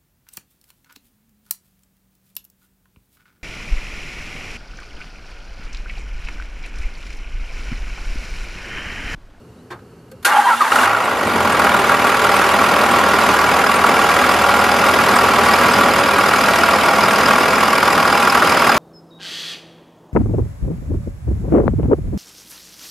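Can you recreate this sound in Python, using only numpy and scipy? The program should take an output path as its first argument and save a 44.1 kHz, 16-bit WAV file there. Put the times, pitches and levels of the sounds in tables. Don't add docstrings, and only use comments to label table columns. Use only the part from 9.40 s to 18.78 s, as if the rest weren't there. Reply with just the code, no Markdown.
import sys
import numpy as np
from scipy import signal
from scipy.fft import rfft, irfft, next_fast_len
from scipy.io import wavfile
from scipy.ndimage import uniform_filter1d, map_coordinates

SR = 44100
rng = np.random.default_rng(int(sys.argv[2]) if len(sys.argv) > 2 else 0)


def log_audio(samples):
    frames = np.atleast_2d(samples).T
    limited = np.clip(frames, -1, 1)
    pcm = np.round(limited * 32767).astype(np.int16)
    wavfile.write(sys.argv[1], SR, pcm)


def gain_from_db(level_db):
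    decades = np.asarray(level_db, float) / 20
    return 10 ** decades


N = 413658
T = np.arange(N) / SR

# (blow level [dB], blow delay [firings], clatter level [dB], ring level [dB],
# valve level [dB])
CYLINDERS = [(0, .93, 0, -2.5, -9), (-4, .9, 0, -1, -8), (-.5, .93, .5, -1, -7), (-7, .9, -1.5, -3, -8),
             (0, .9, -.7, -1.5, -6), (-6, .92, -1, 0, -7)]
# (frequency [Hz], level [dB per Hz])
CLATTER_COLOUR = [(180, -37), (300, -9), (874, -4.5), (1140, -4.5), (1230, -16), (1390, -4), (1740, -12.5),
                  (2270, -9), (4240, -21), (5000, -21.5), (5610, -24.5), (13000, -27.5), (15300, -67)]
# (frequency [Hz], level [dB per Hz])
BLOW_COLOUR = [(400, -29), (750, -8), (1000, -1), (1300, 4), (1550, -6), (2200, -17.5), (5000, -33)]
# (frequency [Hz], level [dB per Hz])
ROAR_COLOUR = [(15, -37), (25, -35), (50, -19), (75, -12), (143, -8.5), (250, -4.5), (798, -4), (1370, -5),
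               (1740, -12.5), (2210, -13), (4220, -22), (4960, -23.5), (13000, -41), (14100, -30),
               (15300, -61)]
# (frequency [Hz], width [Hz], lift [dB])
BLOCK_MODES = [(231, 84, 4.5), (570, 230, 3), (808, 49, 6), (985, 92, 4), (1147, 58, 7.5), (1395, 154, 7),
               (1628, 35, 9.5), (1898, 110, 6.5), (2260, 100, 3.5), (2790, 92, 3), (3440, 19, 6),
               (3060, 70, -1.5), (930, 26, 3), (900, 35, -3), (1244, 33, 0), (1510, 50, -2),
               (4970, 140, 4.5), (5230, 230, -6.5), (6900, 280, 1.5), (8200, 1100, -2.5),
               (10050, 2700, 3.5), (45, 33, -4), (310, 39, -3.5), (485, 14, -3), (148, 25, -2.5)]
# (frequency [Hz], width [Hz], lift [dB])
INJECTOR_MODES = [(4940, 220, 6), (5200, 260, 6), (4600, 250, 3)]
# (time [s], blow change [dB], ring change [dB])
ODD_FIRINGS = [(1.981, -7.8, -2.3), (2.169, 0.9, 5.9), (2.193, 5, 5.1), (2.266, 10, 4.1), (2.316, 4.3, 1.9),
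               (2.34, 5.8, 8), (2.491, 3.5, 4.1), (2.517, 6, -3), (2.842, 3.3, 1.2), (2.866, 5, 4),
               (2.916, 2.6, 4.1), (2.99, 2.7, 4), (3.015, 8, -2.2), (3.089, -6.4, 5.6), (3.213, 7, 0.5),
               (3.312, 0, 10), (3.362, 5.6, 5), (3.762, -9, 4.4), (3.988, -2, 9), (4.264, 8, 10),
               (4.439, 4.4, -1.9), (4.814, 8, -1.0), (4.889, 2, 11), (4.939, -9, -1.9), (5.264, 4.8, -6.9),
               (5.314, -16, 6), (5.761, 9, 1), (5.786, 2.0, 10), (5.811, 3, 3), (6.135, 1, 7.8),
               (6.21, 5, 0.5), (6.335, 1, 10), (6.56, 0, 0), (7.009, 1.5, 4), (7.034, 1, 4.7),
               (7.059, -8, 3.1), (7.234, 1.6, 7.1), (7.284, 2.5, -4.6), (7.608, -12, 3.7), (7.633, 0, 8.3),
               (7.758, 0, 4), (7.857, 5.0, 7), (7.907, 6, 3.8), (8.106, -7, 4), (8.23, 5.5, 1.2),
               (8.428, 3, 3.1), (8.576, 1, 3.4), (8.651, 4.5, -4.3), (8.725, -1, 6.3), (8.873, 3, -0.1),
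               (8.898, -5, 8), (8.947, 7, 1), (8.972, 3, -0.9), (8.996, -6.8, 0.6), (9.021, 3, -5.3),
               (9.046, -6.4, -0.1), (9.12, 1, 3.8), (9.169, 0, 9), (9.268, 4, -4), (9.293, 9, 8)]
# (time [s], rate [firings per s])
SPEED = [(1.3, 22.15), (1.4, 41.06), (1.5, 54.82), (1.62, 56.83), (1.8, 49.26), (2.05, 42.41), (2.3, 40.44),
         (2.5, 39.21), (2.8, 40.59), (3.3, 40.23), (3.9, 39.71), (4.5, 40.07), (5.1, 39.96), (5.5, 40.3),
         (6.1, 40.04), (7.3, 40.04), (8.7, 40.48), (9.38, 40.51)]
# (time [s], level [dB])
FUEL = [
    (1.35, -5.5),
    (1.45, 1.5),
    (1.55, -4),
    (1.65, -2.5),
    (1.75, -6),
    (1.85, -5),
    (2.15, -0.9),
    (3.4, 0.2),
    (5.3, 0.14),
    (9.38, -1),
]
# (multiple of firing rate [-], level [dB], phase [rad])
EXHAUST = [(1, -56, 3), (2, -40.5, -1), (3, -51, 2.5), (4, -47.5, -1.1), (5, -39, 2), (6, -48.5, 0),
           (10, -39, 1.4), (20, -38.5, -0.5)]
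# (time [s], level [dB], level of upper multiples [dB])
EXHAUST_SWELL = [
    (1.3, -23, -15),
    (1.45, -2, -12),
    (1.55, -1, -26),
    (1.75, -11.5, -17),
    (1.95, -1, 4),
    (2.4, -1, -4),
    (2.6, -3, 0),
    (6, -1, 1),
    (9.38, -9, 0),
]
# (centre time [s], length [s], start pitch [Hz], end pitch [Hz], level [dB])
WHINES = [(3.0, 3.6, 590, 584, -25), (5.2, 2.2, 560, 568, -24), (6.55, 1.3, 566, 556, -23),
          (5.1, 3, 742, 733, -24), (7.55, 2.2, 695, 640, -21.5), (7.8, 1.6, 528, 495, -26),
          (4.9, 2.6, 822, 822, -26), (6.2, 1.6, 243, 240, -27), (8.8, 1.1, 812, 808, -26),
          (2.2, 1.4, 800, 806, -27), (4.4, 1.2, 408, 400, -29), (7.9, 1, 215, 205, -28),
          (2.8, 1.2, 430, 428, -28)]
# (lap [count], level change [dB])
BELT_ODD_LAPS = [(2, 6), (5, 6), (7, 5), (8, -8), (10, 7), (11, -8), (15, 10), (17, 6), (19, -8), (22, 4),
                 (24, -8), (25, -8), (26, 5)]
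# (frequency [Hz], level [dB per Hz])
GRIND_COLOUR = [(59, -57), (100, -38), (200, -20), (694, -7), (838, 2), (1060, -0.5), (1580, -2.5),
                (2450, -12.5), (2780, -12), (4910, -20.5), (10000, -23), (13500, -28), (15300, -56)]
# (time [s], level [dB])
STARTER_LOAD = [
    (0.85, -16.5),
    (0.904, -6.5),
    (0.974, -8),
    (1.042, -13),
    (1.1, -7.5),
    (1.192, -17),
    (1.214, -10),
    (1.315, -12),
    (1.47, -8),
]
# (centre time [s], length [s], level [dB])
MOTOR_HUM = [
    (.943, .2, -40),
    (1.05, .2, -46),
    (1.164, .17, -39.5),
    (1.27, .11, -43),
    (1.42, .18, -31.5),
]
# (centre time [s], length [s], pitch
# [Hz], level [dB])
SQUEALS = [(.719, .02, 470, -37), (.738, .045, 520, -37), (.89, .035, 815, -14), (.935, .03, 835, -14),
           (.953, .022, 835, -8), (.971, .018, 830, -4.5), (.993, .031, 830, -2.5), (1.02, .03, 825, -15),
           (1.055, .035, 805, -13), (.92, .06, 1190, -17), (.87, .05, 1600, -16), (.925, .04, 1575, -18),
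           (.962, .05, 1620, -17), (1.045, .04, 1580, -18), (.96, .04, 2250, -27), (1.112, .03, 2230, -25),
           (.862, .03, 2500, -24), (.927, .03, 2820, -24), (1.09, .04, 2800, -30), (1.178, .042, 2800, -33),
           (.965, .04, 3170, -27), (1.06, .06, 3170, -28), (1.135, .05, 3380, -33), (1.18, .04, 3500, -33),
           (1.34, .07, 4400, -33)]
# (centre time [s], length [s], start pitch [Hz], end pitch [Hz],
# level [dB])
SAGS = [(.921, .047, 1500, 1300, -14), (1.04, .05, 1150, 1180, -18), (1.072, .045, 1050, 880, -6.5),
        (1.092, .035, 1030, 990, -10), (1.112, .04, 960, 900, -10), (1.12, .05, 800, 900, -16),
        (1.1, .03, 1680, 1560, -16), (1.11, .03, 1520, 1320, -12), (1.133, .055, 1340, 1330, -10.5),
        (1.14, .03, 1400, 1450, -17), (1.085, .057, 1950, 1810, -23), (1.045, .04, 4420, 4250, -36),
        (1.07, .05, 4200, 3950, -36), (1.212, .018, 1290, 1200, -5), (1.222, .012, 1200, 1080, -4),
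        (1.23, .012, 1100, 980, -9), (1.235, .05, 1250, 1050, -16), (1.26, .053, 980, 837, -15),
        (1.25, .02, 2500, 2300, -26), (1.266, .02, 2400, 2100, -26)]
# (time [s], level [dB], time to fall 60 dB [s], rise [s], treble tilt [dB])
KEY_CLICKS = [
    (.303, -25, .19, .008, -2),
    (.322, -33, .15, .004, -3),
    (.39, -44, .06, .002, 0),
    (.714, -44, .084, .002, 10),
    (.826, -41, .14, .002, 9),
]
# (time [s], level [dB], time to fall 60 dB [s], treble tilt [dB],
# housing ring level [dB])
PINION = [
    (.847, -16, 0.21, 9, 6),
    (1.209, -21.5, 0.2, 5, -12),
]
# (time [s], level [dB], treble tilt [dB], tooth kick pitch [Hz], kick level [dB])
FIRST_FIRINGS = [(1.318, -8, -6, 1310, -2), (1.357, -14, 10, 1390, -5), (1.386, -8.5, -9, 1400, -6),
                 (1.411, -14, -2, 1260, -12), (1.432, -16, 0, 1550, -9), (1.455, -24, 8, 900, -16),
                 (1.472, -13, -4, 1290, -7), (1.494, -25, -6, 1340, -20), (1.509, -18, -4, 1250, -17),
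                 (1.526, -24, -4, 1300, -16), (1.545, -17, -1, 1420, -7), (1.564, -15, 0, 1340, -10),
                 (1.581, -19, -9, 1270, -14)]
# (frequency [Hz], level [dB], time to fall 60 dB [s])
HOUSING = [(830, -23, 5.0), (1430, 5, 0.1), (1580, 2, 0.95), (2234, -22, 5.0), (2820, 2, 0.046),
           (5100, -26, 0.21), (6100, -19, 0.21), (6840, -27, 0.18), (7340, -24, 0.13), (7700, -19, 0.16)]
# (frequency [Hz], level [dB per Hz])
PANEL_COLOUR = [(150, -32), (350, -4.5), (700, -6), (1300, 0.5), (2000, -11), (4000, -20), (8000, -27),
                (14000, -33), (15300, -52)]
# (frequency [Hz], width [Hz], lift [dB])
DASH_MODES = [(350, 28, 12), (506, 40, 2), (1060, 40, 5), (1570, 66, 10), (2270, 80, 4), (3140, 60, 0),
              (3580, 47, 19), (4340, 60, 17)]
# (frequency [Hz], level [dB per Hz])
YARD_COLOUR = [(15, -65), (25, -23), (129, 1), (139, -20), (168, -0.5), (187, -9), (245, -4), (296, -13),
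               (431, -8), (594, -18.5), (1330, -24.5), (2210, -33), (4450, -37.5), (13000, -44),
               (15300, -55)]
# (frequency [Hz], width [Hz], lift [dB])
HUMS = [(1280, 60, 5), (1500, 40, 4), (2810, 200, 7), (3550, 500, -4), (4410, 120, 10), (5680, 60, 3)]
# (centre time [s], length [s], start pitch [Hz], end pitch [Hz], level [dB])
BIRDS = [
    (.125, .03, 4050, 3650, -65),
    (.195, .07, 3600, 4250, -61),
    (.405, .03, 4300, 3700, -64),
    (.6, .03, 4800, 4200, -64),
]
# (frequency [Hz], difference minus sum [dB])
WIDTH = [(60, -32), (110, -41), (200, -63), (380, -30.5), (700, -17.5), (1280, -14.5), (2370, -10),
         (4370, -13), (8050, -5.5), (14900, -8)]
# (frequency [Hz], left minus right [dB])
BALANCE = [(300, 0), (1000, -.5), (2500, -.9), (5000, -.3), (12000, -.8)]


def engine():
    s, fired = crank()
    count = np.arange(int(fired[-1]))
    cylinder = (count + 1) % len(CYLINDERS)
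    blow_db, delay, clatter_db, ring_db, valve_db = np.array(CYLINDERS)[cylinder].T
    chance = rng.standard_normal((len(count), 6))
    inject = np.interp(count + .61, fired, s) + .0002 * chance[:, 0]
    burn = np.interp(count + delay - .17, fired, s) + .0004 * chance[:, 5]
    close = np.interp(count + 1.3, fired, s)

    odd_s, odd_blow_db, odd_ring_db = np.transpose(ODD_FIRINGS)
    odd = np.abs(burn[:, None] - odd_s) < .01
    blow_db = blow_db + 1.2 * odd @ odd_blow_db - 7 * (burn < 1.6)
    ring_db = ring_db + odd @ odd_ring_db

    clatter = bursts(inject, clatter_db + .8 * chance[:, 1], cylinder, t60=.07, rise=.003, same=.5, grain_db=1.8)
    clatter += bursts(close, valve_db + 2 * chance[:, 2], cylinder, t60=.047, rise=.0024, same=.28, grain_db=-1)
    clatter = unit(coloured(clatter, lambda hz: along(CLATTER_COLOUR, hz) + lift(hz, BLOCK_MODES)))
    blow = bursts(burn, blow_db + .6 * chance[:, 3], cylinder, t60=.032, rise=.004, same=.8, grain_db=.5)
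    blow = unit(coloured(blow, lambda hz: along(BLOW_COLOUR, hz) + lift(hz, BLOCK_MODES)))
    roar = rng.standard_normal((2, N)) * gain_from_db(.8 * wobble(25) + .6 * wobble(3.9))
    roar = unit(coloured(roar, lambda hz: along(ROAR_COLOUR, hz) + lift(hz, BLOCK_MODES)))

    burn_db = -.7 - 2 * np.exp(-T / 3.54) + 2 * (T / T[-1]) ** 2
    knock = clatter + gain_from_db(burn_db) * blow + gain_from_db(-10) * pings(inject, count=12)
    body = unit(knock + gain_from_db(2.5) * roar)
    level_db, treble_db, bass_db, injector_db = warm_up()
    high, upper = above(body, edge_hz=2000), above(body, edge_hz=450)
    body = gain_from_db(treble_db + 9) * high + upper - high + gain_from_db(bass_db + 10.5) * (body - upper)

    ring = bursts(burn, ring_db + 1.2 * chance[:, 4], cylinder, t60=.03, rise=.001, same=.4, grain_db=1)
    ring += bursts(close, valve_db - 2.5 + 2 * chance[:, 2], cylinder,
                   t60=.042, rise=.00095, same=.1, grain_db=4)
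    ring = unit(coloured(ring, lambda hz: -20 * np.log10(1 + (2 * (hz - 5000) / 800) ** 2)
                         + lift(hz, INJECTOR_MODES)))

    running = np.clip((T - 1.3) / .026, 0, 1)
    sides = running * gain_from_db(level_db) * (gain_from_db(1) * body + gain_from_db(injector_db - 4.5) * ring)
    whines = gain_from_db(1.2 * wobble(7) - .8) * glides(WHINES)
    return sides + [[1], [0]] * (running * exhaust(s, fired)) + whines


def exhaust(s, fired):
    angle = 2 * np.pi * uniform_filter1d(np.interp(T, s, fired), size=SR // 10)
    pipe_db, upper_db = curves(EXHAUST_SWELL)
    out = np.zeros(N)
    for k, db, rad in EXHAUST:
        level_db = db + 7 + (k > 2) * upper_db + .7 * np.sqrt(k) * wobble(6.4)
        out += gain_from_db(level_db) * np.cos(k * angle + rad + .018 * k * wobble(3.6))
    return gain_from_db(pipe_db) * out


def pings(times, count):
    chance = rng.random((len(times), count, 4))
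    start = (times[:, None] + .014 * chance[..., 0] ** 2).ravel()
    hz = (1700 * 4.5 ** chance[..., 1]).ravel()[:, None]
    db = along(CLATTER_COLOUR, hz[:, 0]) + 10 * np.log10(hz[:, 0]) + 8 * chance[..., 2].ravel()
    t = np.arange(SR // 50) / SR
    rows = gain_from_db(db[:, None] - 60 * t / .082) * (1 - np.exp(-t / .0003)) * np.sin(2 * np.pi * hz * t)
    sign = np.sign(chance[..., 3].ravel() - .5)[:, None]
    return unit(place((rows, sign * rows), start, t))


def crank():
    rate, = curves(SPEED)
    start = round(SPEED[0][0] * SR)
    return T[start:], .112 + np.cumsum(rate[start:]) / SR


def warm_up():
    flow_from_s, flow_rise_s, warm_s = 1.6, .22, 3.54
    fuel_db, = curves(FUEL)
    late = np.clip(1 - (T - flow_from_s) / flow_rise_s, 0, 1)
    warm = 1 - np.exp(-np.maximum(T - flow_from_s, 0) / warm_s)
    level_db = -14 + fuel_db + .047 * wobble(2.96)
    treble_db = -10 - 3 * late + 3.5 * warm - .31 * fuel_db + .5 * wobble(3.1)
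    bass_db = -11 - 9 * late - 1.4 * fuel_db + (2.5 * warm - .5) + .31 * wobble(3.1)
    injector_db = -31 + 21.5 * warm + .4 * wobble(2.3)
    return level_db, treble_db, bass_db, injector_db


def belt():
    first, lap_length = 16.29, 11.215
    out, t = np.zeros((2, N + SR)), np.arange(SR // 40) / SR
    s, fired = crank()
    for lap in range(int((fired[-1] - first) / lap_length) + 1):
        hz = 8470 + 140 * rng.standard_normal()
        db = -30 + dict(BELT_ODD_LAPS).get(lap, 0)
        band = signal.butter(2, [hz - 450, hz + 450], "band", fs=SR, output="sos")
        chirp = unit(signal.sosfilt(band, rng.standard_normal((2, len(t)))))
        at = round(np.interp(first + lap * lap_length, fired, s) * SR)
        out[:, at:][:, :len(t)] += gain_from_db(db - 60 * t / .065) * (1 - np.exp(-t / .002)) * chirp
    return out[:, :N]


def starter():
    grind_db, = curves(STARTER_LOAD)
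    treble_db = -13.5 - .83 * (grind_db + 12) + 18 * np.exp(-np.abs(T - .85) / .024)
    treble_db += 3.5 * (T > FIRST_FIRINGS[0][0])
    teeth = rng.standard_normal((2, N)) * gain_from_db(.91 * wobble(60.1))
    grind = unit(coloured(teeth, lambda hz: along(GRIND_COLOUR, hz) + .58 * lift(hz, BLOCK_MODES)))
    high = above(grind, edge_hz=2800)
    engaged = np.clip((T - .848) / .003, 0, 1) * np.clip((1.47 - T) / .02, 0, 1)
    out = engaged * gain_from_db(grind_db - 7) * (grind - high + gain_from_db(treble_db + 13.5) * high)

    hum = sum(gain_from_db(db) * np.cos(np.pi * np.clip((T - s) / length, -.5, .5)) for s, length, db in MOTOR_HUM)
    out[0] += engaged * gain_from_db(4.5) * hum * np.sin(2 * np.pi * np.cumsum(240 + 6 * wobble(8)) / SR)
    steady = [(s, length, hz, hz, db) for s, length, hz, db in SQUEALS]
    kicks = [(s + .006, .011, hz * 1.03, hz * .97, db) for s, _, _, hz, db in FIRST_FIRINGS]
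    return out + glides(steady + SAGS + kicks)


def contacts():
    out, t = np.zeros((2, N)), np.arange(SR // 5) / SR
    hits = [(*row, -40) for row in KEY_CLICKS]
    hits += [(s, db, t60, .0049, treble_db, ring_db) for s, db, t60, treble_db, ring_db in PINION]
    hits += [(s, db, .035, .002, treble_db, -5) for s, db, treble_db, *_ in FIRST_FIRINGS]
    for s, db, t60, rise, treble_db, ring_db in hits:
        puff = coloured(rng.standard_normal((2, len(t))), lambda hz: along(PANEL_COLOUR, hz)
                        + lift(hz, DASH_MODES) + treble_db * np.log2(1 + hz / 2500))
        crisp = above(puff, edge_hz=2000)
        puff = puff - crisp + gain_from_db(4 - 50 * t / t60) * crisp
        ring = np.zeros(len(t))
        for hz, level, decay in HOUSING:
            fall_db = 60 * t / min(decay, .7 * t60)
            ring += gain_from_db(level + rng.normal(0, 3.5) - fall_db) * np.sin(2 * np.pi * hz * t)
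        hit = gain_from_db(-60 * t / t60) * unit(puff) + gain_from_db(ring_db) * ring
        out[:, round(s * SR):][:, :len(t)] += gain_from_db(db) * (1 - np.exp(-t / rise)) * hit
    return out


def yard():
    air = coloured(rng.standard_normal((2, N)), lambda hz: along(YARD_COLOUR, hz) + lift(hz, HUMS))
    level_db = -43 + .38 * wobble(10.8) - 10 * np.clip((T - .85) / .1, 0, 1)
    return gain_from_db(level_db) * unit(air) + glides(BIRDS)


def bursts(times, db, cylinder, t60, rise, same, grain_db):
    t = np.arange(SR // 20) / SR
    own = rng.standard_normal((2, 6, len(t)))
    fresh = rng.standard_normal((2, len(times), len(t)))
    same = np.clip(same, 0, 1)
    grains = np.repeat(rng.standard_normal((len(times), len(t) // 45)), 45, axis=1)
    shape = gain_from_db(db[:, None] + grain_db * grains - 60 * t / t60) * (1 - np.exp(-t / rise)) ** 2
    rows = (np.sqrt(same) * own[:, cylinder] + np.sqrt(1 - same) * fresh) * shape
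    return place(rows, times, t)


def place(paths, times, t):
    at = (np.round(times * SR).astype(int)[:, None] + np.arange(len(t))).ravel()
    return np.array([np.bincount(at, rows.ravel(), N + SR)[:N] for rows in paths])


def glides(rows):
    out = np.zeros((2, N))
    for s, length, from_hz, to_hz, db in rows:
        size = round(length * SR)
        angle = 2 * np.pi * np.cumsum(np.linspace(from_hz, to_hz, size)) / SR + rng.uniform(0, 2 * np.pi)
        tone = np.sin(angle) + gain_from_db(-38) * np.sin(4 * angle)
        out[0, round(s * SR) - size // 2:][:size] += gain_from_db(db) * np.hanning(size) * tone
    return out


def unit(x):
    return x / np.sqrt(np.mean(x ** 2) + 1e-20)


def along(points, hz):
    f, v = np.transpose(points)
    return np.interp(np.log(hz + 1), np.log(f + 1), v)


def lift(hz, modes):
    return sum(db / (1 + (2 * (hz - c) / w) ** 2) for c, w, db in modes)


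def curves(rows):
    s, *cols = np.transpose(rows)
    return [np.interp(T, s, c) for c in cols]


def wobble(rate):
    return map_coordinates(rng.standard_normal(int(N * rate / SR) + 4), [T * rate])


def coloured(x, db_of):
    size = 2 ** 13
    log_gain = np.maximum(db_of(np.fft.rfftfreq(size, 1 / SR)), -120) * np.log(10) / 20
    cep = irfft(log_gain)
    cep[1:size // 2] *= 2
    cep[size // 2 + 1:] = 0
    response = irfft(np.exp(rfft(cep)))[None, :size // 2]
    return signal.oaconvolve(x, response, axes=1)[:, :x.shape[1]]


def above(x, edge_hz):
    return signal.sosfiltfilt(signal.butter(2, edge_hz, "high", fs=SR, output="sos"), x)


def scene():
    size = next_fast_len(N)
    hz = np.fft.rfftfreq(size, 1 / SR)
    mid, scattered = rfft(engine() + belt() + starter() + contacts() + yard(), size)
    side = gain_from_db(along(WIDTH, hz)) * scattered
    tilt = gain_from_db(along(BALANCE, hz) / 2)
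    return irfft([(mid + side) * tilt, (mid - side) / tilt], size)[:, :N]


def top_cut(x):
    return signal.sosfilt(signal.butter(12, 15460, fs=SR, output="sos"), x)


def record(dry):
    mix = dry / (1 + np.abs(dry / .98) ** 6) ** (1 / 6)
    mix = signal.sosfiltfilt(signal.cheby2(12, 25, 15000, fs=SR, output="sos"), mix)
    return top_cut(mix)


dry = scene()
out = record(dry)
log_audio(out)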